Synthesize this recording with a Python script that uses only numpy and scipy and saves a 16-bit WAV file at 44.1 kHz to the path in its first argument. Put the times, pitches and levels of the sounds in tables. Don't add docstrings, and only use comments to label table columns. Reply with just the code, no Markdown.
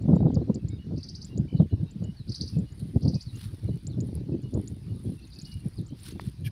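import sys
import numpy as np
from scipy import signal
from scipy.fft import rfft, irfft, next_fast_len
from scipy.io import wavfile
from scipy.ndimage import uniform_filter1d

SR = 44100
rng = np.random.default_rng(int(sys.argv[2]) if len(sys.argv) > 2 else 0)


def master(y):
    cut = np.clip(np.atleast_2d(y).T, -1, 1)
    pcm = np.round(cut * 32767)
    wavfile.write(sys.argv[1], SR, pcm.astype(np.int16))


N = 287135


def gain_of(db):
    return 10 ** (np.asarray(db) / 20)


def evened(x):
    return x / np.sqrt(np.mean(x ** 2) + 1e-20)


def curves(rows, t):
    s, *columns = np.transpose(rows)
    return [np.interp(t, s, c) for c in columns]


def coloured(x, points):
    f, db = np.transpose(points)
    hz = np.fft.rfftfreq(len(x), 1 / SR)
    gain_db = np.interp(np.log(hz + 1), np.log(f + 1), db, left=-90, right=-90)
    return irfft(rfft(x) * gain_of(gain_db), len(x))


def noise(points):
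    return evened(coloured(rng.standard_normal(next_fast_len(N)), points)[:N])


def flutter(rate_hz):
    b, a = signal.butter(2, rate_hz, fs=SR)
    return evened(signal.lfilter(b, a, rng.standard_normal(N)))


def swells(times, lengths, levels_db, bend, steady_db):
    t = np.arange(0, N, 32) / SR
    away = np.abs(t - times[:, None]) / lengths[:, None]
    power = gain_of(levels_db[:, None] - 10 * away ** bend) ** 2
    swell_power = np.interp(np.arange(N) / SR, t, power.sum(axis=0))
    return 10 * np.log10(swell_power + gain_of(steady_db) ** 2)


def add(mix, s, sound):
    part = mix[max(round(s * SR), 0):][:len(sound)]
    part += sound[:len(part)]


def whistle(hz, db, overtone_db=-61.5):
    turn = 2 * np.pi * (np.cumsum(hz) / SR + rng.random())
    return gain_of(db) * (np.sin(turn) + gain_of(overtone_db) * np.sin(2 * turn))


def echoes(x, t60, level_db):
    t = np.arange(SR // 2) / SR
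    taps = rng.standard_normal(len(t)) * (rng.random(len(t)) < .1)
    taps = taps * gain_of(-60 * t / t60) * (t > .002)
    tail = signal.oaconvolve(x, taps / np.linalg.norm(taps))[:N]
    dull = signal.butter(4, 7800., fs=SR, output="sos")
    return x + gain_of(level_db) * signal.sosfilt(dull, tail)


def wind():
    # (frequency [Hz], relative level [dB])
    large_eddies = [(30, -31.5), (55, -12), (80, 2), (120, 2.5), (165, -1), (210, -6), (300, -37),
                    (450, -50)]
    small_eddies = [(130, -23), (200, -3), (250, 4), (330, -1), (450, -12), (650, -27.5), (1000, -53)]
    finest_eddies = [(300, -14), (450, 0.5), (600, -6.5), (900, -20.5), (1400, -38.5), (2200, -59)]
    flap = [(300, -8), (450, 0), (600, -4), (900, -15), (1400, -33), (2200, -56)]
    rumble = [(15, -12.5), (30, -13.5), (45, -6), (60, 4), (90, -7.5)]
    # (time of the peak [s], level [dB], time to fall 10 dB [s], small eddies over the puff [dB])
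    puffs = [(0.045, -26.5, 0.037, -5.0), (0.125, -20.0, 0.047, -4.0), (0.253, -20.7, 0.049, -0.8),
             (0.378, -23.7, 0.062, -5.4), (0.497, -24.8, 0.023, 0.5), (0.563, -34.3, 0.033, 1.2),
             (0.689, -31.3, 0.115, -12.2), (0.935, -27.0, 0.058, -7.7), (1.184, -41.5, 0.249, -8.3),
             (1.396, -27.4, 0.056, -5.6), (1.549, -26.0, 0.023, -3.6), (1.615, -18.1, 0.029, -7.1),
             (1.735, -22.3, 0.015, -4.9), (1.824, -28.4, 0.043, -8.0), (1.97, -36.6, 0.03, -8.3),
             (2.053, -29.2, 0.053, -6.9), (2.207, -36.4, 0.012, -8.3), (2.308, -29.8, 0.022, -8.1),
             (2.436, -29.5, 0.037, -7.7), (2.582, -24.8, 0.045, -9.3), (2.719, -42.9, 0.017, -2.7),
             (2.856, -31.8, 0.066, -10.1), (2.966, -24.5, 0.02, -4.6), (3.069, -20.5, 0.043, -5.5),
             (3.154, -24.1, 0.015, -10.5), (3.273, -38.8, 0.024, -12.5), (3.358, -41.2, 0.051, -9.0),
             (3.463, -38.9, 0.044, -19.4), (3.536, -43.7, 0.025, -2.3), (3.694, -28.4, 0.063, -8.3),
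             (3.889, -33.4, 0.046, -7.2), (4.007, -27.4, 0.061, -9.1), (4.092, -31.5, 0.019, -4.6),
             (4.16, -30.5, 0.072, -8.0), (4.335, -31.1, 0.071, -3.3), (4.459, -34.4, 0.045, -10.0),
             (4.567, -26.0, 0.04, -2.7), (4.733, -37.8, 0.098, -6.9), (4.929, -33.3, 0.11, -12.3),
             (5.084, -34.7, 0.059, -3.4), (5.204, -49.0, 0.042, -3.4), (5.373, -50.4, 0.154, -7.5),
             (5.442, -41.0, 0.023, -7.4), (5.563, -36.5, 0.057, -14.8), (5.66, -29.8, 0.022, -5.7),
             (5.808, -32.7, 0.045, -9.2), (5.879, -39.3, 0.012, -7.7), (5.931, -38.5, 0.024, -7.5),
             (6.16, -38.9, 0.123, -6.1), (6.275, -30.8, 0.015, -14.6), (6.451, -31.9, 0.056, -14.9)]
    # (time [s], peak of the envelope [dB], pitch [Hz], peak of the crackle [dB])
    thumps = [(.052, -20, 198, -30), (.077, -15, 139, -26), (.096, -17, 200, -25), (.113, -20, 220, -23),
              (.128, -6.5, 160, -18), (.16, -13, 170, -21), (.203, -17, 250, -20), (.222, -15, 154, -27),
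              (.25, -11, 140, -30), (.262, -18, 230, -20), (.3, -18, 240, -23), (.362, -12, 166, -23),
              (.494, -11, 197, -24), (.551, -24, 200, -45), (.633, -25.5, 127, -50),
              (.903, -26.5, 145, -38), (.918, -26, 200, -35), (1.352, -23, 164, -46),
              (1.394, -15, 184, -38), (1.541, -16.5, 128, -44), (1.546, -17, 146, -45),
              (1.595, -5.5, 150, -20), (1.721, -15, 101, -38), (1.784, -25, 100, -55),
              (1.825, -19, 152, -50), (1.957, -26, 183, -57), (2.018, -22, 178, -40),
              (2.087, -22.5, 169, -55), (2.199, -27, 129, -55), (2.286, -24.5, 130, -52),
              (2.414, -28.5, 201, -55), (2.562, -15.5, 154, -38), (2.713, -32, 113, -57),
              (2.821, -23, 137, -55), (2.957, -21, 226, -38), (3.029, -20, 147, -42),
              (3.054, -16, 170, -33), (3.075, -17, 150, -38), (3.131, -22, 194, -37),
              (3.155, -23, 150, -38), (3.264, -31, 100, -67), (3.328, -34, 106, -68),
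              (3.451, -33, 113, -62), (3.522, -30, 105, -60), (3.64, -25, 110, -46),
              (3.702, -19.5, 137, -52), (3.738, -23.5, 147, -48), (3.874, -25.5, 132, -42),
              (3.969, -27, 123, -45), (4.087, -23.5, 181, -40), (4.164, -25, 113, -45),
              (4.226, -31, 132, -50), (4.286, -27, 158, -42), (4.433, -31, 153, -45),
              (4.542, -19, 113, -28), (4.59, -24, 170, -36), (4.708, -28, 104, -53),
              (4.914, -25.5, 112, -50), (5.092, -24, 170, -45), (5.428, -33, 167, -62),
              (5.544, -30, 100, -64), (5.655, -21.5, 187, -49), (5.799, -25, 153, -58),
              (5.921, -30, 140, -48), (6.153, -26, 190, -44), (6.272, -23, 136, -60),
              (6.412, -29, 140, -60), (6.457, -24, 111, -56)]
    lull_db, lull_edge_db = -50.5, -14
    puff_bend = 1.5
    thump_cycles = 1.55
    crest_db = 8.5

    s, db, length, over_db = np.transpose(puffs)
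    gust_db = swells(s, length, db, puff_bend, lull_db)
    edge_db = swells(s, length, db + over_db, puff_bend, lull_db + lull_edge_db)
    crackle_db = -44.5 + 1.5 * (edge_db + 28.5)
    lumps, bursts = flutter(rate_hz=20.9), flutter(rate_hz=58)
    body = evened(noise(large_eddies) * gain_of(1.9 * lumps))
    edge = evened(noise(small_eddies) * gain_of(4. * lumps + 2.6 * bursts))
    crackle = evened(noise(finest_eddies) * gain_of(2.2 * lumps + 5.2 * bursts))
    out = gain_of(gust_db) * body + gain_of(edge_db) * edge + gain_of(crackle_db) * crackle

    roughened = np.zeros(N)
    for (s, db, hz, rough_db), phase in zip(thumps, rng.random(len(thumps))):
        u = np.arange(0, 6, hz / SR / thump_cycles * 2)
        swell = (u / 2 * np.exp(1 - u / 2)) ** 2
        tone = np.sin(np.pi * (thump_cycles * u + 2 * phase))
        add(out, s - .003, gain_of(db) * swell ** 2.17 * tone)
        add(roughened, s - .002, gain_of(rough_db - crest_db) * swell ** 3.5)
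    out += roughened * noise(flap)
    low_cut = signal.butter(4, 52., "highpass", fs=SR, output="sos")
    return signal.sosfilt(low_cut, out) + gain_of(-51.5) * noise(rumble)


def field():
    # (frequency [Hz], relative level [dB])
    chorus = [(290, -19), (500, -9), (773, -6.5), (1280, -10.5), (3110, -11.5), (4530, -8), (7100, -25),
              (8090, -25.5), (9360, -17), (10400, -39.5), (12000, -28), (14900, -33.5), (16000, -37.5)]
    hz, t, z = signal.stft(noise(chorus), SR, nperseg=512)
    patches = uniform_filter1d(rng.standard_normal(z.shape), size=5, axis=0)
    patches = uniform_filter1d(patches, size=8, axis=1)
    patchy = signal.istft(z * gain_of(3.3 * evened(patches)), SR, nperseg=512)[1][:N]
    return gain_of(-66.5) * evened(patchy)


def grass():
    # (time [s], fine rustle level [dB], broad swish level [dB])
    bed = [(0., -82, -80), (.5, -87, -86), (1.25, -81, -79), (1.7, -90, -76), (2.25, -76, -74),
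           (3., -75, -73), (3.6, -69, -67), (4., -78, -74), (4.42, -82, -75), (4.5, -71, -73),
           (4.95, -73, -72), (5.35, -73, -70), (5.8, -69, -70), (5.84, -83, -78), (6.51, -76, -72)]
    # (time of the peak [s], time to fall 10 dB [s], fine level [dB], swish level [dB])
    rustles = [(.14, .07, -77, -83), (1.27, .04, -73, -66), (2.36, .05, -68, -75), (2.52, .09, -66, -66),
               (2.8, .05, -61, -67), (2.89, .12, -68, -68), (3.21, .021, -67, -71), (3.425, .085, -61, -53),
               (4.08, .04, -66, -70), (4.15, .021, -72, -63), (4.68, .1, -68, -75), (5.07, .13, -65, -72),
               (5.5, .11, -67, -64), (5.67, .03, -65, -64), (6.07, .06, -58, -49), (6.215, .021, -65, -57),
               (6.26, .04, -63, -58), (6.463, .014, -52, -63)]
    # (frequency [Hz], relative level [dB])
    fine_spectrum = [(7000, -22.5), (8300, -25.5), (8900, -0.5), (9500, 3.5), (10500, -3), (11400, -7),
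                     (12200, -24), (14000, -22), (16000, -23)]
    swish_spectrum = [(530, -38), (900, -7), (1250, -6.5), (1720, -4.5), (2600, -5.5), (4250, 0.5),
                      (5280, -4.5), (6890, -19), (9770, -4.5), (11800, -13.5), (15100, -13), (16000, -20)]
    # (time [s], level [dB], gain at 2.5 to 5 kHz [dB])
    snaps = [(1.8384, -52, -10), (2.795, -45, -9), (3.325, -58.5, 0), (3.3543, -50, -10), (3.3822, -50, -6),
             (3.6435, -43, -11), (3.7577, -46.5, -12), (4.0038, -50, -14), (4.0726, -47, -21),
             (4.153, -34, -18), (4.4199, -53, -12), (4.5092, -51, -13), (4.5765, -46, -16),
             (4.6149, -44, -15), (4.643, -43, -18), (4.7245, -46, -17), (4.9955, -50, -15),
             (5.0514, -47, -15), (5.3882, -43, -11), (5.5413, -42, -8), (5.6052, -47.5, -8),
             (5.662, -44, -16), (5.6845, -41, -17), (5.7575, -44, -20), (5.7907, -48, -7),
             (5.814, -47, -11), (5.911, -59, -4), (6.0057, -49, -11), (6.0332, -36.5, -18), (6.062, -43, 4),
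             (6.075, -48, 6), (6.088, -50, 5), (6.251, -45, -12), (6.2981, -41, -14), (6.328, -52, -14),
             (6.388, -52, -16), (6.4088, -50, -14)]

    s, length, fine_peaks_db, swish_peaks_db = np.transpose(rustles)
    fine_bed_db, swish_bed_db = curves(bed, np.arange(N) / SR)
    fine_db = swells(s, length, fine_peaks_db, 1.3, fine_bed_db)
    swish_db = swells(s, length, swish_peaks_db, 1.3, swish_bed_db)

    sizes = gain_of(3.5 * np.minimum(rng.exponential(1, N), 4)) * (rng.random(N) < 300 / SR)
    cracks = evened(signal.oaconvolve(sizes, np.exp(-np.arange(200) / 27.0))[:N])
    fine = evened(noise(fine_spectrum) * (1 + .7 * cracks) * gain_of(1.5 * flutter(rate_hz=31)))
    swish = evened(noise(swish_spectrum) * (1 + .35 * cracks) * gain_of(2.5 * flutter(rate_hz=54)))
    out = gain_of(fine_db) * fine + gain_of(swish_db) * swish

    t = np.arange(512) / SR
    dying = gain_of(-60 * t / .007)
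    lead = 128
    for s, db, low_db in snaps:
        colour = [(1500, -31), (2500, low_db), (5000, low_db), (7500, low_db + 1.0),
                  (9300, 7), (12000, -6), (16000, -21)]
        burst = rng.standard_normal(len(t)) * dying
        snap = coloured(np.pad(burst, (lead, 0)), colour)
        add(out, s - lead / SR, gain_of(db) * snap)
    return out


def near_bird():
    # (time [s], pitch [Hz], level [dB])
    chip = [(0., 3800, -16.5), (.0008, 5000, 0.5), (.0012, 6200, -14), (.0017, 7300, -6), (.003, 6800, -6),
            (.005, 7050, -6), (.0075, 7400, -1.5), (.0095, 8300, -14), (.011, 8800, -42)]
    twitter = [(0., 4300, -27), (.001, 5300, -8), (.002, 7100, 2), (.004, 6800, -5), (.0055, 5000, -26),
               (.007, 4400, -2), (.0085, 6600, -5), (.0105, 5900, -19.5), (.012, 4300, -6),
               (.0135, 5100, 8.5), (.0155, 4100, -19.5), (.02, 3500, -23)]
    # (time [s], level added to the shape [dB], pitch factor)
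    chips = [(.0197, -57, 1.), (.1574, -51.5, 1.), (.5433, -41, 1.), (0.6838, -44.5, 0.99),
             (1.2454, -39, 1), (1.3749, -40, 0.96), (1.9084, -51, 1.), (2.0388, -47.5, 0.97),
             (2.5864, -49.5, 1.), (2.72, -55, 0.97), (3.2227, -49, 0.98), (3.3554, -48.5, 0.94),
             (3.8682, -35.5, 1), (4.004, -39, 0.96), (4.5396, -43, 0.96), (4.6752, -38.5, 0.97),
             (5.2723, -56, 0.9), (5.4138, -42.5, 0.95), (5.8632, -50.5, 0.99), (5.9961, -56, 1),
             (6.113, -50, 0.88)]
    twitters = [(0.3427, -44, 0.98), (.5455, -49, 0.95), (4.4253, -60, 1.03), (5.138, -70, 1.1),
                (5.35, -57, 1.02), (5.88, -60.5, 1.23)]
    out = np.zeros(N)
    for shape, calls in ((chip, chips), (twitter, twitters)):
        hz, shape_db = curves(shape, np.arange(0, shape[-1][0], 1 / SR))
        for s, db, factor in calls:
            add(out, s, whistle(hz * factor, shape_db + db))
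    return echoes(out, t60=0.074, level_db=-17)


def chatter(out):
    per_s = 14.
    for when, pitch, glide, length, size in rng.random((200, 5)):
        u = np.linspace(0, 1, round((0.012 + 0.044 * length) * SR))
        hz = 2300 * 2.3 ** pitch * (1 + .25 * pitch * (glide - .7) * u)
        call = whistle(hz, -82 + 9. * size) * np.sin(np.pi * u)
        add(out, when * 200 / per_s, call)


def warble():
    # (centre [Hz], swing [Hz], level [dB])
    hz, swing_hz, db = (2680, 340, -58)
    length_s, flips_per_s = .07, 47.
    t = np.arange(0, length_s, 1 / SR)
    flips = np.tanh(4 * np.cos(2 * np.pi * flips_per_s * (t - .004)) - 1.1)
    return whistle(hz - swing_hz * flips, db) * flips ** 2 * signal.windows.tukey(len(t), .15)


def far_birds():
    # (time [s], length [s], pitch [Hz], level [dB])
    whistles = [(.5, .04, 2800, -72), (.59, .05, 2620, -70), (.69, .08, 2230, -67), (.78, .09, 2880, -63),
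                (.97, .04, 2650, -70), (1.29, .05, 2760, -64), (1.545, .03, 2970, -58),
                (1.69, .07, 2920, -65), (1.86, .04, 2700, -66), (2.03, .09, 2940, -62),
                (2.53, .05, 2600, -66), (2.65, .09, 2925, -67), (3.14, .09, 2520, -65),
                (3.335, .03, 2770, -59), (3.39, .02, 2850, -60), (3.655, .02, 2850, -63),
                (3.71, .04, 2950, -63), (4.32, .03, 2620, -67), (4.43, .06, 2900, -63),
                (4.88, .04, 2870, -68), (5.17, .08, 2680, -63), (5.26, .05, 2550, -69),
                (5.35, .04, 2600, -66), (5.4, .05, 2450, -68), (5.445, .15, 2900, -59.5),
                (5.52, .05, 2350, -67), (5.6, .03, 2750, -66), (5.625, .04, 2350, -66),
                (5.88, .05, 3090, -67), (6.1, .08, 2740, -64)]
    # (time [s], length [s], first pitch [Hz], last pitch [Hz], level [dB])
    slurs = [(.155, .065, 3750, 3750, -67), (.7, .08, 3750, 3700, -64), (1.557, .03, 4050, 3900, -59),
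             (1.568, .05, 4750, 3000, -56), (1.705, .04, 4100, 4000, -64), (1.86, .04, 3950, 3680, -63),
             (2.16, .07, 4700, 3700, -59), (2.78, .05, 4680, 3600, -60), (3.255, .06, 4650, 3600, -54),
             (3.67, .035, 4250, 3830, -61), (3.895, .05, 4600, 3300, -57), (5.215, .022, 3800, 5000, -59),
             (5.237, .02, 4600, 3600, -56), (5.303, .032, 5100, 3500, -56), (5.73, .018, 4300, 5100, -60),
             (5.765, .04, 5200, 3300, -54), (6.17, .09, 3520, 3530, -63)]
    fade_share, sag_db, waver = .35, -3, .009
    out = np.zeros(N)
    wander = flutter(rate_hz=25)
    level_notes = [(s, length, hz, hz, db) for s, length, hz, db in whistles]
    for notes, throb, throb_hz in ((level_notes, .3, 70), (slurs, .5, 170)):
        for s, length, first_hz, last_hz, db in notes:
            t = np.arange(0, length, 1 / SR)
            hz = first_hz + (last_hz - first_hz) * t / length
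            hz = hz * (1 + waver * wander[round(s * SR):][:len(t)])
            pulsing = 1 + throb * np.cos(2 * np.pi * throb_hz * t)
            fade = signal.windows.tukey(len(t), fade_share)
            add(out, s, whistle(hz, db + sag_db * t / length) * pulsing * fade)
    chatter(out)
    wavering = 1 + .4 * flutter(rate_hz=120)
    out = echoes(out * wavering, t60=0.2, level_db=-5.0)
    add(out, 1.478, warble())
    return out


def trilling_bird():
    # (share of the note, pitch of a 23 ms note as a share of the top, level [dB])
    arch = [(0., .56, -19), (.18, .61, -11.5), (.38, .74, 4), (.52, 0.83, -5), (.6, .99, -10.5),
            (.72, 1.01, -18), (.8, .88, -1), (.9, 0.71, -6), (1., 0.64, -14)]
    # (first note [s], last note [s], level [dB], top pitch [Hz],
    #          first grace note over the level [dB], last note over the level [dB])
    trills = [(.976, 1.217, -42, 6270, -6.5, -2.5), (2.292, 2.477, -34.5, 6150, 0, -8),
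              (3.024, 3.2086, -42, 6200, .2, -1), (5.3335, 5.517, -46.5, 5960, -6, -3)]
    before_last_s = [.241, .186, .129, .066, 0.]
    # (delay after the first [s], after the second [s])
    grace_after_s = (.029, .034)
    note_s, opening_db = .021, -7.5
    grace_s, grace_hz, second_grace_db = .013, 5450, -11
    lead_s, lead_db = .014, -17

    notes, out = [], np.zeros(N)
    for first, last, db, top_hz, grace_db, last_db in trills:
        times = [last - s for s in before_last_s if last - s > first - note_s]
        levels = [opening_db] + [0] * (len(times) - 2) + [last_db]
        notes += [(s, db + over_db, note_s, top_hz) for s, over_db in zip(times, levels)]
        notes += [(s + after, db + over_db, grace_s, grace_hz)
                  for s, after, over_db in zip(times, grace_after_s, (grace_db, second_grace_db))]
        notes.append((first - lead_s, db + lead_db, grace_s, grace_hz))
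    for s, db, length, top_hz in notes:
        share, shape_db = curves(arch, np.arange(0, 1, 1 / (length * SR)))
        share = 1 - (1 - share) * length / 0.023
        overtone_db = -20. - 20. * np.maximum(share * top_hz - 4700, 0) / 500
        note = whistle(share * top_hz, shape_db + db, overtone_db)
        for delay, echo_db in ((0, 0.5), (.0023, -2.5), (.0062, -7.5)):
            add(out, s - .3 * length + delay, gain_of(echo_db) * note)
    husky = 1 + .45 * flutter(rate_hz=300)
    return echoes(out * husky, t60=0.25, level_db=-5.5)


def tap():
    # (frequency [Hz], level [dB], time to fall 60 dB [s])
    modes = [(990, 12.5, 0.004), (1760, 2, 0.007), (3000, -20, 0.0089), (4500, -11, 0.0092)]
    t = np.arange(1500) / SR
    ringing = sum(gain_of(db - 60 * t / t60) * np.sin(2 * np.pi * hz * t) for hz, db, t60 in modes)
    return np.minimum(t / 0.00038, 1) * ringing


def brush(t, track):
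    # (frequency [Hz], relative level [dB])
    scrape = [(1300, -28), (2000, -8), (3200, -5.5), (5500, -9.5), (7500, -29), (9300, -6), (10500, -22),
              (11700, -2), (13500, -24), (16000, -22)]
    # (frequency midway through the brush [Hz], level [dB])
    hollows = [(1700, 4), (2350, 2.5), (2820, 0), (3200, 4.5)]
    reach_db_per_octave = -20
    db, centre_hz = curves(track, t)
    sinking = np.linspace(1 + .05 / 2, 1 - .05 / 2, len(t))
    sound = noise(scrape)[:len(t)]
    for hz, ring_db in hollows:
        woken_db = ring_db + reach_db_per_octave * abs(np.log2(hz / centre_hz))
        sound = sound + whistle(hz * sinking, woken_db) * (1 + .7 * flutter(rate_hz=140)[:len(t)])
    return gain_of(db) * sound * signal.windows.tukey(len(t), .2)


def hand():
    # (time [s], level [dB])
    tap_s, tap_db = (6.1967, -30)
    # (time [s], level [dB], centre of the scrape [Hz])
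    track = [(6.437, -72, 2950), (6.452, -53, 2850), (6.465, -48, 2400), (6.476, -48, 1800),
             (6.492, -64, 1600)]
    out = np.zeros(N)
    add(out, tap_s, gain_of(tap_db) * tap())
    t = np.arange(track[0][0], track[-1][0], 1 / SR)
    add(out, t[0], brush(t, track))
    return out


def scene():
    air = wind() + field() + grass()
    birds = near_bird() + far_birds() + trilling_bird()
    return (air + birds + hand())[None]


def record(dry):
    low_pass = signal.firwin(511, 15750, window=("kaiser", 9), fs=SR)
    return signal.oaconvolve(dry, low_pass[None], "same")


dry = scene()
out = record(dry)
master(out)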